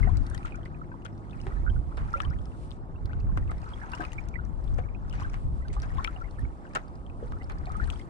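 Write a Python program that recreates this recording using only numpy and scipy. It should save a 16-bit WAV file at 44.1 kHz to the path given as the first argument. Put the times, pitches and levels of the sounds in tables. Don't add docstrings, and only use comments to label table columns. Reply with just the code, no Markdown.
import sys
import numpy as np
from scipy import signal
from scipy.fft import rfft, irfft, next_fast_len
from scipy.io import wavfile
from scipy.ndimage import uniform_filter1d, map_coordinates

SR = 44100
rng = np.random.default_rng(int(sys.argv[2]) if len(sys.argv) > 2 else 0)


def volts_from_decibels(level):
    exponent = np.asarray(level, float) / 20
    return 10 ** exponent


def file_out(sig):
    cols = np.atleast_2d(sig).T
    lim = np.clip(cols, -1, 1)
    pcm = np.round(lim * 32767).astype(np.int16)
    wavfile.write(sys.argv[1], SR, pcm)


N = 356769

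# peak_s, peak_db, rise_s (per 20 dB), fall_s (per 20 dB)
STROKES = [(0, -55.5, .1, 1.28), (.34, -58.5, 0.02, -0.32), (1.53, -59, 0.63, 0.38), (1.99, -58, 0, 0.5),
           (2.2, -54.5, 0.36, 0.26), (3.11, -65.5, -0.22, 1.23), (3.63, -58.5, 0.12, 1.9),
           (4.02, -53, 0.6, 0.33), (4.37, -68, -21, 0.5), (4.78, -63.5, 0.39, 0.64),
           (5.15, -57, -0.02, 0.05), (5.22, -52, 0.25, 0.17), (5.33, -58, 0.07, 0.16),
           (5.89, -63, 0.43, 0.18), (6.04, -53.5, 0.59, 0.38), (6.41, -61, 0.2, 0.3),
           (6.65, -65.5, 0.2, 0.35), (6.78, -60, 0.26, 0.34), (7.24, -60, 0.05, 0.26), (7.89, -56, 1, 0.47)]
# pitch_hz, level_db (per Hz)
SWISH_COLOUR = [(300, 3.5), (700, -10.5), (1300, 5.5), (2000, -3), (3400, -19.5), (8000, -22), (10500, -46),
                (15000, -56)]
# start_s, peak_db, fade_s (by 60 dB), brightness_db (per octave), left_right_db
SPLATS = [(0.453, -38, 0.21, 0, 1.5), (0.653, -48.5, 0.11, -3.5, 21), (1.05, -38.5, 0.12, 0.5, 9),
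          (1.466, -37.5, 0.13, -15, 3), (1.971, -35.5, 0.25, -6, -2.5), (2.719, -58.5, 0.36, 9, 7),
          (3.373, -31.5, 0.076, -6, 2), (3.51, -35, 0.11, -6, 0), (3.934, -30.5, 0.059, -13, 1),
          (4.005, -31, 0.17, -18, 5), (4.783, -43, 0.083, -3.5, 24), (5.127, -45, 0.32, -0.5, 5),
          (5.197, -42.5, 0.24, -3.5, 10), (5.333, -41, 0.19, -2, 0), (5.729, -41.5, 0.17, 8, -1),
          (5.83, -43, 0.095, -3, 20.5), (6.751, -17, 0.095, -3, 0.5), (7.32, -32.5, 0.026, -23, 1),
          (7.496, -36.5, 0.18, -5.5, -1)]
# pitch_hz, level_db (per Hz)
SPLAT_COLOUR = [(200, -0.5), (600, 6), (1500, 11.5), (2500, 6), (5000, -5.5), (9000, -9.5), (11000, -55),
                (15000, -56)]
# start_s, peak_db, pitch_hz, left_right_db
BUBBLES = [(0.029, -35, 2060, -15.5), (0.069, -42, 1825, -18.5), (.072, -34.5, 717, -9),
           (3.935, -39.5, 2650, 18), (0.449, -35, 1297, -2), (1.665, -36.5, 1417, -15),
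           (1.679, -35.5, 1460, -12), (2.139, -22, 1322, -6.5), (2.309, -42.5, 1370, 17),
           (3.132, -45, 1417, 15), (3.498, -38, 1230, 0), (3.834, -39, 1570, -1), (3.934, -39.5, 957, 13),
           (3.934, -38, 1510, 18), (4.004, -31.5, 1540, 14), (4.034, -41, 1250, -12),
           (4.389, -34.5, 1400, -2), (5.219, -34, 1056, 3), (5.247, -33, 1525, -3),
           (5.766, -31.5, 1110, -3), (5.984, -34, 1050, 19), (6.047, -31.5, 2210, 26),
           (6.077, -37.5, 1310, 19), (6.211, -37, 1366, 8), (6.764, -32, 1327, 10), (7.752, -41, 1240, -16),
           (7.799, -33, 1415, -4), (1.699, -45, 3070, 4)]
# start_s, peak_db, pitch_hz, left_right_db
GULPS = [
    (.044, -43, 409, 13),
    (1.463, -35, 370, 0.5),
    (2.158, -39, 538, 2.5),
    (3.373, -39, 278, -1),
    (3.996, -33.5, 313, 1),
    (3.998, -39.5, 712, 22),
    (4.786, -36, 479, 1),
    (6.162, -45, 713, -5),
    (7.227, -37.5, 468, 10),
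    (7.672, -38, 698, 6),
]
# start_s, peak_db, pitch_hz
DRIPS = [(0.522, -45, 2450), (.542, -45.5, 2270), (0.745, -51.5, 2430), (0.815, -45.5, 1310),
         (0.941, -46, 980), (1.511, -47, 1235), (1.762, -48, 1464), (1.92, -47, 1030), (2.957, -53.5, 2600),
         (4.888, -50.5, 2270), (3.735, -44, 3230), (3.816, -43.5, 1690), (4.183, -54, 1600),
         (4.182, -34, 2250), (4.341, -39, 2260), (4.356, -34, 1920), (4.948, -46, 2420), (5.622, -47, 1920),
         (5.649, -48, 1520), (6.162, -47.5, 2800), (6.244, -45.5, 2040), (6.387, -44, 1750),
         (6.448, -45, 2210), (7.409, -46, 1940), (7.83, -51, 1460), (4.837, -52, 2160)]
# start_s, peak_db, pitch_hz
TRICKLE = [(.078, -40, 1470), (.545, -38.5, 1410), (.585, -44, 650), (4.787, -38.5, 694), (.915, -49, 965),
           (.918, -46, 1530), (1.518, -50, 1850), (1.57, -44, 1730), (2.763, -59, 1680),
           (3.292, -41.5, 1040), (3.495, -44, 2050), (3.838, -43, 900), (6.653, -45, 1550),
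           (5.765, -41.5, 810), (5.695, -48, 400), (5.828, -36, 1560), (7.333, -46, 1244), (7.42, -48, 767),
           (7.701, -37.5, 1240), (7.819, -42, 1780)]
# start_s, peak_db, pitch_hz, left_right_db
TICKS = [(0.171, -44.5, 4650, 2.5), (0.266, -45.5, 4860, 4), (0.2993, -45, 8540, 0),
         (0.347, -39.5, 7040, 4), (0.378, -50, 4200, 16), (0.5566, -52.5, 6400, 8), (1.4142, -49, 5400, -3),
         (2.1316, -50.5, 5410, 14), (2.2184, -45, 5530, 6), (2.4562, -50.5, 5160, 9),
         (3.057, -47.5, 4230, 0.5), (3.918, -49, 4650, -8), (3.951, -48, 6100, -16), (4.0206, -45, 4640, 7),
         (4.0512, -51, 4650, 3), (4.132, -44.5, 6760, 5), (4.2864, -48, 5800, 5), (4.6417, -56, 5270, 6),
         (4.7423, -52, 5290, 6), (5.0973, -47, 5140, 3), (5.683, -46, 4320, -2), (5.8007, -46, 4350, 5),
         (5.82, -41, 5530, -5), (5.9723, -55, 4470, 3), (7.695, -53, 4320, -3.5), (7.7195, -48, 7630, -0.5),
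         (7.8424, -46, 4200, 8), (7.874, -48, 8690, 3.0)]
# pitch_hz, level_db (per Hz)
SPRAY_COLOUR = [(800, -5.5), (2500, -7), (6000, -11.5), (9500, -9.5), (11000, -16), (15000, -21)]
# start_s, peak_db, pitch_hz, left_right_db
FAT_DROPS = [
    (2.2034, -23, 2200, 27),
    (2.716, -37.5, 3470, 19),
    (3.133, -43, 1900, 24),
    (6.047, -22.5, 2420, 27.5),
    (6.0752, -27, 2690, 23),
    (7.902, -28.5, 2850, 24),
]
# start_s, peak_db, pitch_hz
PINGS = [(0.3306, -54, 3590), (0.35, -42, 3060), (0.4923, -49, 2410), (0.5094, -50.5, 2700),
         (0.6315, -49, 3000), (1.0216, -52, 2730), (1.056, -41, 3260), (1.2974, -50, 3000),
         (1.31, -48, 3400), (1.3319, -46.5, 2480), (1.4017, -45, 2820), (1.4361, -49, 2600),
         (2.2503, -36.5, 3070), (2.3885, -47, 3110), (2.5192, -53, 2690), (3.2066, -51, 2600),
         (3.9494, -40, 2800), (3.9848, -49, 2890), (4.0277, -48, 2630), (4.0397, -37, 2730),
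         (4.0512, -34, 2530), (4.12, -38, 2680), (4.6778, -45.5, 3400), (5.1098, -48, 2880),
         (5.1277, -40, 2800), (5.139, -46, 2870), (5.9823, -38.5, 3270), (6.3455, -58, 3230),
         (6.668, -52, 2800), (6.7364, -55, 2450), (7.0648, -49, 3160), (7.0988, -49, 2460),
         (7.856, -49, 3000), (7.931, -44, 3220), (7.9583, -45, 3060), (8.0142, -47, 3110),
         (1.054, -39, 1390), (3.095, -47, 1460), (3.375, -44, 1960), (.918, -57, 2460)]
# start_s, peak_db, pitch_hz, left_right_db
POPS = [(0.3137, -43, 1570, 12), (0.3484, -42.5, 1780, 16), (0.379, -43.5, 1950, 14),
        (0.4302, -40, 2400, -7.5), (0.6579, -40, 1960, -10), (2.2027, -31.5, 1250, 19),
        (5.139, -51, 1430, -2), (7.669, -39, 2230, 0), (7.933, -44, 1300, 7), (7.998, -42, 2070, 7),
        (2.2342, -36.5, 1680, 12), (3.318, -50.5, 1510, -12), (3.4266, -49, 1860, 8),
        (3.478, -48.5, 2580, -17), (7.422, -48, 2780, -14), (4.132, -43, 1910, 16), (5.2954, -43, 2280, 4),
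        (5.7014, -44, 2010, -9), (5.904, -44.5, 1780, 16)]
# start_s, peak_db, pitch_hz
FLECKS = [(0.2124, -63, 4730), (0.5003, -60, 4560), (1.1777, -58, 4460), (2.2458, -59, 4230),
          (2.3027, -49, 4990), (2.4165, -57, 5550), (2.7077, -44, 4270), (3.201, -50, 4730),
          (3.5813, -50, 4770), (3.6177, -51, 4700), (3.6416, -53, 4770), (3.6905, -51, 4730),
          (4.119, -47, 6700), (4.2055, -54, 6700), (4.2393, -56, 5050), (4.451, -50, 5730),
          (5.0814, -58, 5100), (5.2064, -47.5, 4970), (5.2245, -51, 5760), (5.2984, -49, 5430),
          (6.0102, -55, 5920), (6.0438, -30.5, 5300), (6.202, -58, 5620), (6.214, -52, 5200),
          (6.31, -49, 4330), (6.3929, -49.5, 9810), (6.7358, -54, 5000), (6.8805, -55, 4660),
          (6.9544, -53, 4740), (7.2799, -54.5, 4140), (7.432, -51, 4380), (7.442, -51, 4960),
          (7.5068, -52, 4230), (7.5194, -48, 4200), (7.5847, -50, 4870), (7.657, -44, 4150),
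          (7.7687, -46, 8800), (7.812, -56, 5300), (7.847, -60, 4230), (7.9023, -35.5, 8600),
          (7.9244, -47, 5370), (7.938, -49, 4600), (7.975, -53, 5040), (7.9942, -46.5, 5000)]
# start_s, peak_db, pitch_hz, end_pitch_hz, length_s
CAVITIES = [
    (.08, -44.5, 785, 1110, 0.024),
    (1.91, -56, 993, 1510, 0.022),
    (2.151, -48, 1830, 2690, 0.035),
    (2.235, -51, 980, 1260, 0.039),
    (2.319, -51.5, 1380, 2400, 0.026),
    (3.101, -56, 1440, 2730, 0.025),
    (5.162, -58, 610, 1300, 0.0418),
    (5.164, -58, 1710, 2700, 0.032),
    (5.225, -56, 2520, 3440, 0.014),
    (7.808, -49, 1490, 1914, 0.042),
]
# delay_s, level_db
ECHOES = [
    (.0011, -21),
    (.0027, -17.5),
    (.0052, -15),
]
# peak_s, peak_db, swell_s (per 20 dB, sign unused), left_right_db
GUSTS = [(0.059, -21.5, 0.29, 13.5), (.18, -22, -0.1, 8), (.4, -35.5, 1.1, 6), (.97, -36.5, 0, -1),
         (1.68, -23, 0.36, -6.5), (1.78, -26.5, .1, -3), (2.03, -27.5, -0.17, -2.5), (2.299, -27, 0.27, -6),
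         (2.62, -38, 1, 1.5), (3.05, -32, -0.06, -12), (3.31, -24, 0.47, -1.5), (3.47, -31.5, 0.3, 2),
         (3.77, -37, -0.03, 17), (4.25, -37.5, 0.93, 8.5), (4.5, -34, 0.55, 9), (4.74, -24, 0.19, 6),
         (4.9, -40, -2, 11), (5.16, -32.5, 0.5, 0), (5.48, -28, 0.62, 1.5), (5.78, -27.5, .25, -0.5),
         (5.98, -28.5, -0.18, 8), (6.15, -39.5, -0.3, 0), (6.229, -36, 0.27, 12),
         (6.441, -26.5, 0.1152, -4), (7.05, -40.5, 1.3, -4.5), (7.32, -33, 0.26, -1), (7.6, -33, 0.55, 2),
         (7.849, -27, 0.21, 9), (8.0, -56, 2, -2)]
# pitch_hz, level_db (per Hz)
WIND_COLOUR = [(15, -13), (35, 3.5), (70, -0.5), (120, -9.5), (250, -25), (500, -42), (1000, -56.5),
               (3000, -110)]
# time_s, level_db
BREEZE = [(0, -83), (.34, -71.5), (.77, -90), (1.53, -76.5), (2.38, -78.5), (2.65, -70.5), (2.85, -93.5),
          (3.11, -87), (3.63, -75), (4.02, -75.5), (4.37, -92), (4.7, -76.5), (5.04, -93), (5.22, -76),
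          (6.04, -78), (6.5, -79.5), (7.35, -81), (7.6, -80), (7.92, -69.5), (8.09, -78.5)]
# pitch_hz, level_db (per Hz)
REED_COLOUR = [(1500, -6), (2600, 1), (4500, -3), (6800, -7), (8000, -1), (9200, 0), (10200, -9),
               (13000, -22)]
# start_s, end_s, pitch_hz, end_pitch_hz, level_db
WHISTLES = [
    (1.51, 1.63, 3000, 4700, -73),
    (2.925, 3.03, 2900, 4650, -72),
    (4.97, 5.08, 2900, 4000, -76),
]
# time_s, engine_db, roar_db
FAR = [
    (0, -42.5, -49),
    (2.5, -47.5, -49.5),
    (5, -53.5, -49.5),
    (6.7, -56, -49),
    (8.09, -50, -47.5),
]
# multiple (of the base pitch), level_db
ENGINE = [(6, 0), (7, -9), (8, -9), (9, -3), (10, -11), (11, -11), (12, -12), (14, -13), (15, -11),
          (17, -12), (19, -13), (20, -12), (21, -15), (22, -15)]
# pitch_hz, level_db (per Hz)
ROAR_COLOUR = [(60, -7.5), (250, -3.5), (500, -11.5), (800, -13), (1200, -18.5), (1650, -37), (2100, -47.5),
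               (11000, -55)]
# pitch_hz, level_db
MIC = [(3200, 0.5), (4100, 0.5), (5000, 0.5), (9500, -1.5), (11000, -4.5), (16000, -19)]


def swish():
    sheet = patchy(rush(SWISH_COLOUR, 0.065, 0.0003), depth_db=5.0)
    fizz, t = np.zeros((2, N + SR)), np.arange(900) / SR
    u, *rest = rng.random((5, 2600))
    for s, pitch, size, pan, life in zip(crowded(u, 0.7), *rest):
        hz = 750 * 5.5 ** (pitch ** 1.5)
        cycles = 5 + 45 * life ** 2.6 * (hz < 2300)
        gain = volts_from_decibels(-4.6 * np.log(size + 0.2) - 0.5 * np.log2(hz / 900))
        add(fizz, s, gain * bubble(hz, cycles / hz, 0.16, t), 18 * (pan - 0.45), 0.0003)
    return total(swells(STROKES)) * (volts_from_decibels(4.0) * sheet + unit(fizz[:, :N]))


def splats():
    out, t, rise_s = np.zeros((2, N + SR)), np.arange(SR // 6) / SR, 0.0045
    for s, db, fade_s, tilt_db, pan_db in SPLATS:
        own = rng.standard_normal((3, len(t)))
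        pair = np.array([own[0], np.roll(own[0], shift=12)]) + 2.0 * own[1:]
        tilt_db = np.clip(tilt_db, -6, 8)
        pair = filtered(pair, lambda f: volts_from_decibels(along(SPLAT_COLOUR, f) + tilt_db * np.log2(f / 1500 + 0.2)))
        pair = unit(pair)
        low = filtered(pair, lambda f: 1 / (1 + (f / 2800) ** 4))
        fall = volts_from_decibels(-60 * np.maximum(t - rise_s, 0) / max(fade_s, 0.01))
        rough = volts_from_decibels(4.3 * unit(uniform_filter1d(rng.standard_normal(len(t)), size=80)))
        burst = np.minimum(t / rise_s, 1) ** 2 * rough * (low * fall + (pair - low) * fall ** 2.06)
        out[:, round((s - 0.002) * SR):][:, :len(t)] += volts_from_decibels(db - 7.5) * sides(pan_db)[:, None] * burst
    return out[:, :N]


def drips():
    out, t = np.zeros((2, N + SR)), np.arange(SR // 8) / SR
    events = BUBBLES + GULPS + panned(DRIPS, -13) + panned(TRICKLE, 8)
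    for s, db, hz, pan_db in events:
        life, rise, lead_s = rng.uniform([0.7, 0.02, 0.00024], [1.15, 0.14, 0.0003])
        fade_s = life * 0.05 * (1500 / hz) ** 0.73
        add(out, s - 0.0007, volts_from_decibels(db + 3.0) * bubble(hz, fade_s, rise, t), pan_db, lead_s)
    return out[:, :N]


def spray():
    out, patter, t = np.zeros((2, N + SR)), np.zeros((2, N + SR)), np.arange(SR // 40) / SR
    thrown = [(s, db - 7.5 + 0.63 * min(tilt_db, 0), None, pan_db) for s, db, _, tilt_db, pan_db in SPLATS]
    flung = [(s, db - 26, None, pan_db / 2) for s, db, _, pan_db in FAT_DROPS]
    for s, db, own_hz, pan_db in TICKS + thrown + flung:
        hz, fade_s, lead_s = rng.uniform([4200, 0.006, 0.00007], [9000, 0.018, 0.0003])
        gain = volts_from_decibels(db - (2.0 if own_hz is None else -3.5))
        add(out, s - 0.0005, gain * crack(own_hz or hz, fade_s, t), pan_db, lead_s)
    u, *rest = rng.random((4, 330))
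    for s, pitch, size, pan in zip(crowded(u, 0.62), *rest):
        tick = crack(3000 + 7000 * pitch, 0.0061, t)
        add(patter, s, volts_from_decibels(-3.5 * np.log(size + 0.06)) * tick, 16 * (pan - 0.35), 0.0002)
    return out[:, :N] + volts_from_decibels(-18) * total(swells(STROKES)) * unit(patter[:, :N])


def fat_drops():
    out, t = np.zeros((2, N + SR)), np.arange(SR // 50) / SR
    for s, db, hz, pan_db in FAT_DROPS:
        width_hz = 700 * (3000 / hz) ** 2
        click = 0.12 * rng.standard_normal(len(t)) + (t == t[30])
        push = filtered(click, lambda f: 1 / (1 + ((f - hz) / width_hz) ** 4))
        push = push * volts_from_decibels(-60 * t / 0.0054) * (1 - np.exp(-t / 0.00021))
        add(out, s - 0.0005, volts_from_decibels(db - 6.5) * push / np.abs(push).max(), pan_db, 0.0002)
    return out[:, :N]


def droplets():
    out, t = np.zeros((2, N + SR)), np.arange(SR // 30) / SR
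    small, fine = panned(PINGS, 11) + POPS, panned(FLECKS, -2)
    for rows, cycles, speck_db in ((small, 36, -19), (fine, 42, -8)):
        for s, db, hz, pan_db in rows:
            life, rise, lead_s = rng.uniform([0.7, 0.0, 0.00012], [1.3, 0.15, 0.0003])
            ring = bubble(hz, life * cycles / hz, rise, t)
            speck = volts_from_decibels(speck_db) * crack(hz, 0.018, t)
            add(out, s - 0.0007, volts_from_decibels(db + 5.0) * (ring + speck), pan_db, lead_s)
    return out[:, :N]


def cavities():
    out = np.zeros((2, N + SR))
    for s, db, hz, end_hz, length_s in CAVITIES:
        tone = slide(length_s, hz, end_hz, 0.37)
        rough = volts_from_decibels(3.5 * unit(uniform_filter1d(rng.standard_normal(SR // 10), size=120)))[:len(tone)]
        add(out, s, volts_from_decibels(db) * rough * tone, 8.5, 0.00025)
    return out[:, :N]


def wind():
    s, db, width, pan_db = np.transpose(GUSTS)
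    rows = np.transpose([s, db, width, width])
    gusts = [total(gain[:, None] * swells(rows)) for gain in sides(pan_db)]
    eddies = volts_from_decibels(4.55 * np.array([wobble(24), wobble(24)])) * rush(WIND_COLOUR, 0.14)
    eddies = eddies / np.sqrt(np.abs(uniform_filter1d(eddies ** 2, size=3000)) + 0.018)
    return gusts * eddies


def reeds():
    breeze_db, = curves(BREEZE)
    return volts_from_decibels(breeze_db + 4.5 + 1.7 * wobble(12)) * rush(REED_COLOUR, 0.037, 0.0001)


def bird():
    out = np.zeros((2, N + SR))
    for s, end_s, hz, end_hz, db in WHISTLES:
        add(out, s, volts_from_decibels(db) * slide(end_s - s, hz, end_hz, 0.39), 1, 0)
    return out[:, :N] * volts_from_decibels(4 * wobble(45) - 10)


def distance():
    engine_db, roar_db = curves(FAR)
    firing_hz = 17.0 * (1 + 0.0015 * wobble(1.29))
    turn = 2 * np.pi * np.cumsum(firing_hz) / SR
    engine = 0
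    for k, db in ENGINE:
        phase = rng.uniform(0, 2 * np.pi) + rng.normal(0, 0.6, (2, 1))
        engine = engine + volts_from_decibels(db + 2.5 * wobble(9)) * np.sin(k * turn + phase)
    roar = volts_from_decibels(roar_db + 0.39 * wobble(1.26)) * rush(ROAR_COLOUR, 1.0, 0.00023, apart_hz=151)
    return volts_from_decibels(engine_db) * unit(engine) + roar


def bubble(hz, fade_s, rise, t):
    fade_s = np.maximum(fade_s, 0.004)
    shape = 1 + 0.35 * np.cos(2 * np.pi * 0.07 * hz * t)
    envelope = volts_from_decibels(-60 * t / fade_s) * (1 - np.exp(-t / 0.0015))
    return shape * envelope * np.sin(2 * np.pi * hz * (t + rise * t * t / fade_s))


def crack(hz, fade_s, t):
    colour = lambda f: volts_from_decibels(along(SPRAY_COLOUR, f)) * (1 + 3.4 / (1 + ((f - hz) / 700) ** 2))
    burst = unit(filtered(rng.standard_normal(len(t)), colour))
    return burst * volts_from_decibels(-60 * t / fade_s) * (1 - np.exp(-t / 0.00033))


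def slide(length_s, hz, end_hz, power):
    u = np.linspace(0, 1, round(length_s * SR))
    return np.sin(np.pi * u) ** power * np.sin(2 * np.pi * np.cumsum(hz + (end_hz - hz) * u) / SR)


def rush(spectrum, alike, lead_s=0., apart_hz=0.):
    own, shared = rng.standard_normal((2, N)), rng.standard_normal(N)
    share = lambda hz: np.clip(alike, 0, 1) * (hz + 1) / (hz + 1 + abs(apart_hz))
    colour = lambda hz: volts_from_decibels(along(spectrum, hz))
    shift = lambda hz: np.exp(1j * np.pi * hz * lead_s * np.array([[1], [-1]]))
    shared = filtered(shared, lambda hz: np.sqrt(share(hz)) * colour(hz) * shift(hz))
    return unit(shared + filtered(own, lambda hz: np.sqrt(1 - share(hz)) * colour(hz)))


def patchy(x, depth_db):
    z = signal.stft(x, nperseg=256)[2]
    field = uniform_filter1d(rng.standard_normal(z.shape[1:]), size=4, axis=0)
    field = uniform_filter1d(field, size=4, axis=1)
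    return unit(signal.istft(z * volts_from_decibels(depth_db * unit(field)), nperseg=256)[1][:, :N])


def swells(rows):
    s, db, rise, fall = np.transpose(rows)[:4, :, None]
    t = np.arange(0, N + 64, 64) / SR - s
    return volts_from_decibels(db - 20 * np.maximum(-t / np.abs(rise), t / np.abs(fall)))


def total(gains):
    return map_coordinates(np.sqrt((gains ** 2).sum(axis=0)), [np.arange(N) / 64], order=1)


def crowded(u, power):
    share = np.cumsum(total(swells(STROKES))[::64] ** power)
    return np.interp(u, share / share[-1], np.linspace(0, N / SR, len(share)))


def wobble(rate):
    knots = rng.standard_normal(int(N * rate / SR) + 4)
    return map_coordinates(knots, [np.arange(N) * rate / SR])


def curves(rows):
    s, *cols = np.transpose(rows)
    return [np.interp(np.arange(N) / SR, s, c) for c in cols]


def along(points, hz):
    f, v = np.transpose(points)
    return np.interp(np.log(hz + 1), np.log(f + 1), v)


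def filtered(x, response):
    m = next_fast_len(x.shape[-1] + 2048)
    return irfft(rfft(x, m) * response(np.fft.rfftfreq(m, 1 / SR)), m)[..., :x.shape[-1]]


def unit(x):
    return x / np.sqrt(np.mean(x ** 2) + 1e-20)


def sides(pan_db):
    return volts_from_decibels(np.array([pan_db / 2, -pan_db / 2]))


def panned(rows, pan_db):
    return [(*row, pan_db) for row in rows]


def add(out, s, sound, pan_db, lead_s):
    for side, gain, late in zip(out, sides(pan_db), (0, lead_s)):
        side[max(round((s + late) * SR), 0):][:len(sound)] += gain * sound


def scene():
    flutter = volts_from_decibels(4 * wobble(170))
    flutter = flutter / uniform_filter1d(flutter, size=900)
    near = drips() * flutter + spray() + fat_drops() + droplets() + cavities()
    stretch = np.array([[1], [1.23]])
    echoes = lambda f: 1 + sum(volts_from_decibels(db) * np.exp(-2j * np.pi * f * s * stretch) for s, db in ECHOES)
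    return filtered(near, echoes) + swish() + splats() + wind() + reeds() + bird() + distance()


def low_pass(x):
    return signal.sosfilt(signal.butter(12, 15450, fs=SR, output="sos"), x)


def record(dry):
    mid, side = (dry[0] + dry[1]) / 2, (dry[0] - dry[1]) / 2
    centre_hz, width_hz = 1275, 130
    ring = lambda hz: 1j * hz * width_hz / (centre_hz ** 2 - hz * hz + 1j * hz * width_hz)
    side = filtered(side, lambda hz: 1 + 1.76 * ring(hz))
    pair = filtered(np.array([mid + side, mid - side]), lambda hz: volts_from_decibels(along(MIC, hz)))
    return low_pass(pair)


dry = scene()
out = record(dry)
file_out(out)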